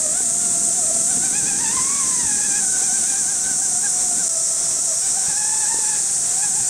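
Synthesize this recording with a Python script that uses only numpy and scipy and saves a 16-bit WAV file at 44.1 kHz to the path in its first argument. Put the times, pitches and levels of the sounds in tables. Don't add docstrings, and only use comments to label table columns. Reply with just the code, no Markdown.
import sys
import numpy as np
from scipy import signal
from scipy.fft import rfft, irfft, next_fast_len
from scipy.io import wavfile

SR = 44100
rng = np.random.default_rng(int(sys.argv[2]) if len(sys.argv) > 2 else 0)


def master_out(mix):
    frames = np.transpose(np.atleast_2d(mix))
    ceiling = np.clip(frames, -1, 1)
    pcm = np.round(ceiling * 32767).astype(np.int16)
    wavfile.write(sys.argv[1], SR, pcm)


N = 295029
TIME = np.arange(N) / SR
SCENE_CUT_S = 4.287


def amp(db):
    return 10 ** (np.asarray(db) / 20)


def unit(x):
    return x / np.sqrt(np.mean(x ** 2) + 1e-20)


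def curves(rows):
    s, *columns = np.transpose(rows)
    return [np.interp(TIME, s, column) for column in columns]


def colour(x, points):
    hz, db = np.transpose(points)
    size = next_fast_len(N, True)
    bin_hz = np.fft.rfftfreq(size, 1 / SR)
    gain = amp(np.interp(np.log(bin_hz + 1), np.log(hz), db))
    return unit(irfft(rfft(x, size) * gain, size)[:N])


def wander(hz):
    size = next_fast_len(N, True)
    bin_hz = np.fft.rfftfreq(size, 1 / SR)
    gain = 1 / np.sqrt(1 + (bin_hz / hz) ** 4)
    return unit(irfft(rfft(rng.standard_normal(size)) * gain, size)[:N])


def grains(per_s, spread_db):
    size = amp(spread_db * np.minimum(rng.exponential(1, N), 4))
    sign = rng.choice([-1, 1], N)
    return unit(size * sign * (rng.random(N) < per_s / SR))


def resonate(x, hz, width_hz):
    return signal.lfilter(*signal.iirpeak(hz, hz / width_hz, fs=SR), x)


def bell(s, half_length_s, squareness=1):
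    return np.exp(-np.minimum(((TIME - s) / half_length_s) ** 2, 30) ** squareness)


# time in seconds, tooth rate in Hz.
THROTTLE_CURVE = [(0.0, 654), (0.53, 687), (0.88, 669.6), (1.31, 710.5), (1.54, 783), (1.94, 1142),
                  (2.14, 1024), (2.29, 850), (2.66, 753.6), (3.3, 719), (4.06, 729.5), (4.26, 659.3),
                  (5.03, 640), (5.52, 872.5), (5.91, 869), (6.23, 680), (6.39, 763), (6.69, 748)]
# centre in seconds,
# half length in seconds, change of tooth rate in Hz, extra bite in dB, strain in dB.
MOTOR_SURGES = [(0.087, .03, -65.5, -0.5, 0), (0.189, 0.041, 87, 10, 1.5), (.427, 0.038, 47, 4.5, 4),
                (0.765, 0.033, 55, 0, 6), (0.837, .018, -44.5, 2, -4), (0.904, 0.019, -42, 2, 0),
                (1.105, 0.025, 72, 1, 0), (1.248, .035, 87.5, 0.5, 7), (1.371, 0.042, 107, 0, 9),
                (1.484, .027, 93.5, 0.5, 7.5), (1.616, .027, 104.5, -5, -1), (1.665, 0.035, -14.5, -0.5, 5),
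                (1.755, 0.025, 81, -2, 1), (2.055, 0.024, -40, -2, -1), (2.205, .02, 25, 6.5, -1),
                (2.45, 0.025, 37, 1, 1), (2.572, 0.033, 71.5, 3.5, 1.5), (2.742, 0.0247, 14.5, 7, -2),
                (2.854, 0.024, 62.5, -1, 8.5), (2.963, .031, 54.5, 5, 1.5), (3.1, 0.04, 76, 0.5, 3),
                (3.182, 0.043, 80, 4.5, -1), (3.307, 0.035, 87.5, 6, 0), (3.479, .055, 53, 9, 3),
                (3.643, 0.027, 99.5, 1.5, 0), (3.852, 0.029, 91.5, 11.5, -2), (4.2, .034, 85.5, 8.5, 0),
                (4.636, .053, 51.5, -2, 0), (4.797, .018, 9, 9, 0), (4.841, .038, 85.5, -3, -3),
                (5.047, 0.059, 128, 0, 12), (5.179, .027, 71, -1, 3), (5.297, .027, 97, 1, 0),
                (5.395, 0.037, 43.5, 2.5, -1), (5.664, .028, -52, 0.5, -1), (5.733, 0.048, 43.5, 3, -4),
                (6.14, 0.048, 71, 1, -1), (6.447, .037, 82, 10.5, 0), (6.576, 0.027, 88.5, 3, -1)]
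LOAD_SQUARENESS = 2
# time in seconds, tone at the tooth rate in dB,
# tooth bite at its octave in dB.
WHINE_LEVELS = [(0, -42.5, -49), (.5, -40.5, -47.5), (.9, -41.5, -49.5), (1.3, -42, -41),
                (1.68, -43, -42.5), (2.1, -42, -46), (2.45, -42.5, -40.5), (2.8, -42.5, -42.5),
                (3.3, -44, -45.5), (3.7, -42.5, -48), (4.05, -38, -48), (4.4, -46.5, -48),
                (5.1, -44.5, -48.5), (5.4, -38, -42.5), (5.96, -42, -45), (6.04, -47, -58),
                (6.42, -40.5, -49.5), (6.69, -43.5, -53)]
# multiple of the tooth rate, relative level in dB.
BITE_OVERTONES = [(3, -8), (4, -10), (5, -10.5), (6, -14.5)]
# time in seconds, level in dB.
RASP_LEVELS = [(0, -46), (.6, -51), (1.3, -47.5), (1.7, -38.5), (2.55, -42.5), (2.7, -53.5), (3.1, -41),
               (3.4, -58), (4.9, -54), (5.3, -45.5), (5.9, -42), (6.1, -45.5), (6.69, -43.5)]
# centre in seconds, extra tone in dB.
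GEAR_SINGS = [(.06, 3.5), (.585, 2.5), (.795, 9), (.905, 5.5), (.97, 6.5), (1.651, 11), (1.79, 10),
              (1.915, 2), (2.01, 5), (2.82, 6), (2.91, 9), (4.04, 5), (4.88, 3), (5.18, 6), (5.72, 1),
              (5.925, 3.5), (6.39, 7.5)]
SING_HALF_LENGTH_S, SING_BITE_SHARE = 0.022, 0.4
TEETH_PER_TURN = 92
THROB_DB, BITE_THROB_DB, THROB_SAG_FRACTION = 1.55, 2.0, 0.0119


def gears():
    throttle_hz, = curves(THROTTLE_CURVE)
    tone_db, bite_db = curves(WHINE_LEVELS)
    rasp_db, = curves(RASP_LEVELS)

    mesh_hz, surge_db, strain_db = throttle_hz, 0, 0
    for s, half_length_s, change_hz, extra_bite_db, extra_strain_db in MOTOR_SURGES:
        mesh_hz = mesh_hz + change_hz * bell(s, half_length_s)
        load = bell(s, 0.92 * half_length_s, LOAD_SQUARENESS)
        surge_db = surge_db + extra_bite_db * load
        strain_db = strain_db + extra_strain_db * load

    shaft_angle = 2 * np.pi * np.cumsum(mesh_hz) / TEETH_PER_TURN / SR
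    throb = np.sin(shaft_angle + .7 * wander(hz=4.06))
    sing_db = sum(db * bell(s, SING_HALF_LENGTH_S) for s, db in GEAR_SINGS)
    tone_db = tone_db + sing_db + shell(mesh_hz) + THROB_DB * throb
    bite_db = bite_db + surge_db + SING_BITE_SHARE * sing_db + BITE_THROB_DB * throb

    tremble = .014 * wander(hz=35)
    tooth_hz = mesh_hz * (1 + tremble - THROB_SAG_FRACTION * throb)
    angle = 2 * np.pi * np.cumsum(tooth_hz) / SR
    angle = angle + .15 * np.sin(angle / 12 + .6 * wander(hz=12))

    flutter_db = 1.4 * wander(hz=60)
    tone_gain = amp(tone_db - 0.85 + flutter_db + 3.0 * wander(hz=55))
    tone = tone_gain * np.sin(angle + 0.33 * wander(hz=45))
    octave_gain = amp(bite_db + shell(2 * mesh_hz) - 1.3 + flutter_db + 2 * wander(hz=59.6))
    octave = octave_gain * np.sin(2 * angle + 0.083 * wander(hz=90))

    upper = 0
    for multiple, db in BITE_OVERTONES:
        gain = amp(db + 2 * wander(hz=80))
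        upper = upper + gain * np.sin(np.round(multiple) * angle + .22 * wander(hz=110))
    near_db = .5 * (rasp_db - np.mean(rasp_db))
    upper = amp(bite_db + 3.5 + near_db + strain_db + flutter_db) * casing(upper)

    scrape = unit(casing(rng.standard_normal(N) * (1 + 0.49 * np.cos(angle))))
    rasp = amp(rasp_db + 0.5 * strain_db + flutter_db) * scrape
    return np.sqrt(2) * (tone + octave + upper) + rasp


# resonance in Hz, width of one pass in Hz, gain in dB.
CASING_BANDS = [(820, 340, -4.5), (1150, 430, -8), (1650, 590, 1), (2146, 140, -4), (2423, 360, -1.5),
                (3640, 690, -3), (4920, 870, 0.5)]


def casing(x):
    out = 0
    for hz, width_hz, db in CASING_BANDS:
        out = out + amp(db) * resonate(resonate(x, hz, width_hz), hz, width_hz)
    return out


# frequency in Hz, gain in dB.
SHELL_GAINS = [(630, 4.5), (700, -1), (780, -1.5), (850, -0.5), (900, 3), (1000, 3.5), (1050, 3.3),
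               (1110, 5.5), (1280, -2), (1400, -3.5), (1530, 0.5), (1650, 3.4), (1950, 0), (2100, -1.5),
               (2240, 4)]


def shell(hz):
    return np.interp(hz, *np.transpose(SHELL_GAINS))


# time in seconds, rumble in dB.
ROLL_LEVELS = [(0, -41.5), (1.2, -37.5), (1.75, -36), (1.9, -40), (2.25, -38), (2.5, -40.5), (3.3, -42.5),
               (4.0, -43), (4.23, -40), (4.3, -45), (5.25, -45), (5.5, -45), (5.9, -43.5), (6.69, -41.5)]
# frequency in Hz, relative density in dB per Hz.
SOIL_SPECTRUM = [(30, -19), (70, -7), (120, -6.5), (180, 2.5), (250, 1.5), (340, -4), (480, -9), (700, -27),
                 (1500, -37), (4000, -62)]
# frequency in Hz, relative density in dB per Hz.
GRIT_SPECTRUM = [(30, -32), (80, -9.5), (150, 2), (220, -4), (300, -11.5), (400, -4.5), (520, -21),
                 (800, -12), (1500, -43), (4000, -60)]


def tyres():
    roll_db, = curves(ROLL_LEVELS)
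    lumps_db = 0.97 * wander(hz=9)
    patter = grains(per_s=1400, spread_db=2.5)
    on_soil = amp(-1.1) * colour(patter, SOIL_SPECTRUM)
    on_grit = amp(-4.0) * colour(patter, GRIT_SPECTRUM)
    rumble = np.where(TIME < SCENE_CUT_S, on_soil, on_grit)
    crackle_spectrum = [(300, -20), (1000, -16), (4000, 17), (12500, 1), (16000, -12)]
    crackle = colour(grains(per_s=500, spread_db=15.0), crackle_spectrum)
    return amp(roll_db + lumps_db) * (rumble + amp(-13.5) * crackle)


# start in seconds, level in dB, pitch in Hz, 60 dB decay time in seconds.
CHASSIS_KNOCKS = [(.205, -22, 397, 0.017), (1.17, -24.5, 240, 0.099), (1.43, -26, 160.7, 0.075),
                  (1.775, -31, 95.3, 0.073), (1.8, -33, 171, .07), (2.233, -31, 164, 0.078),
                  (2.244, -31.5, 78, 0.15), (4.787, -28, 379, 0.023), (5.284, -25.5, 175.3, 0.038),
                  (5.7442, -16.5, 428.6, 0.0091), (5.759, -29, 313, 0.022), (5.788, -23, 463, 0.022),
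                  (6.27, -36, 150, 0.089), (6.6, -34, 115.6, .12)]


def knocks():
    out = np.zeros(N)
    t = np.arange(SR // 4) / SR
    attack = 1 - np.exp(-t / 0.00026)
    for s, db, hz, t60_s in CHASSIS_KNOCKS:
        ring = np.sin(2 * np.pi * hz * t) + amp(-8.5) * np.sin(2 * np.pi * hz * 1.85 * t)
        thud = amp(db - 60 * t / t60_s) * ring * attack
        part = out[round(s * SR):][:len(t)]
        part += thud[:len(part)]
    return out


# time in seconds, rms level in dB.
HIGH_CHORUS_LEVELS = [(0, -20), (1.08, -19), (1.5, -20.5), (3.05, -19.5), (3.45, -20.8), (4.2, -19.5),
                      (4.35, -20.5), (6.69, -19.9)]
# time in seconds, rms level in dB.
LOW_CHORUS_LEVELS = [(0, -32.5), (1.0, -29.5), (2.8, -26.3), (3.3, -28), (5.5, -31), (6.69, -31.5)]
# frequency in Hz, relative density in dB per Hz.
HIGH_CHORUS_SPECTRUM = [(3000, -34.5), (5000, -21), (6200, -10.5), (6900, -2.5), (7600, 0.5), (8200, 1),
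                        (8800, -1), (9400, -7.5), (10000, -14.5), (11000, -24), (11800, -28.5),
                        (13200, -30), (14500, -33), (15800, -39)]
# frequency in Hz, relative density in dB per Hz.
LOW_CHORUS_SPECTRUM = [(2500, -43), (4000, -27), (4900, -28), (5300, -12), (5700, -4.5), (6100, 0),
                       (6500, 0), (7100, -11.5), (8000, -21), (10000, -50)]


def cicadas():
    high_db, = curves(HIGH_CHORUS_LEVELS)
    low_db, = curves(LOW_CHORUS_LEVELS)
    high_gain = amp(high_db + 0.3 * wander(hz=25))
    high = high_gain * colour(grains(per_s=20000, spread_db=0.4), HIGH_CHORUS_SPECTRUM)
    low_gain = amp(low_db + .5 * wander(hz=21))
    low = low_gain * colour(grains(per_s=15000, spread_db=.5), LOW_CHORUS_SPECTRUM)
    return high + low


# time in seconds, rms level in dB.
NEAR_LEVELS = [(0, -55), (1.5, -47), (3.0, -42), (4.2, -35.5), (4.4, -34.5), (5.3, -32.5), (5.9, -35),
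               (6.69, -40)]
# centre in Hz, width of one pass in Hz, gain in dB.
NEAR_BANDS = [(5673, 340, -3), (5205, 130, -7)]


def near_insects():
    level_db, = curves(NEAR_LEVELS)
    clicks = grains(per_s=9800, spread_db=-0.3)
    voice = 0
    for hz, width_hz, db in NEAR_BANDS:
        voice = voice + amp(db) * resonate(resonate(clicks, hz, width_hz), hz, width_hz)
    return amp(level_db) * unit(voice)


# time in seconds, reference pitch in Hz, level in dB.
SOLO_CURVE = [(4.9, 3695, -72), (5.25, 3785, -51), (5.8, 4055, -49), (6.2, 4270, -49), (6.5, 4393, -55),
              (6.69, 4340, -45)]
# multiple of the reference pitch, relative level in dB.
SOLO_PARTIALS = [(.92, -12), (1, 2), (1.087, 6)]


def solo_cicada():
    hz, level_db = curves(SOLO_CURVE)
    angle = 2 * np.pi * np.cumsum(hz) / SR
    tones = 0
    for multiple, db in SOLO_PARTIALS:
        gain = amp(db + 2 * wander(hz=22))
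        tones = tones + gain * np.sin(multiple * angle + 0.44 * wander(hz=25))
    return amp(level_db) * unit(tones)


# frequency in Hz, relative density in dB per Hz.
FOREST_SPECTRUM = [(15, -2), (30, 2), (55, -5.5), (120, -3), (300, -0.5), (600, -1.5), (1000, -3),
                   (1500, -3.5), (2200, -7), (2900, -11), (3600, -6), (4600, -6), (7000, -9), (16000, -34)]
FOREST_DB = -41


def forest():
    gain = amp(FOREST_DB + 1.6 * wander(hz=6.7))
    return gain * colour(rng.standard_normal(N), FOREST_SPECTRUM)


def scene():
    truck = gears() + tyres() + knocks()
    insects = cicadas() + near_insects() + solo_cicada()
    mono = truck + insects + forest()
    return np.array([mono, mono])


def record(dry):
    edge_hz, dip_half_length_s = 15780, .006
    dip = np.minimum(abs(TIME - SCENE_CUT_S) / dip_half_length_s, 1)
    lowpass = signal.firwin(1201, edge_hz, window=("kaiser", 9), fs=SR)
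    return signal.oaconvolve(dry * dip, lowpass[None], "same")


dry = scene()
out = record(dry)
master_out(out)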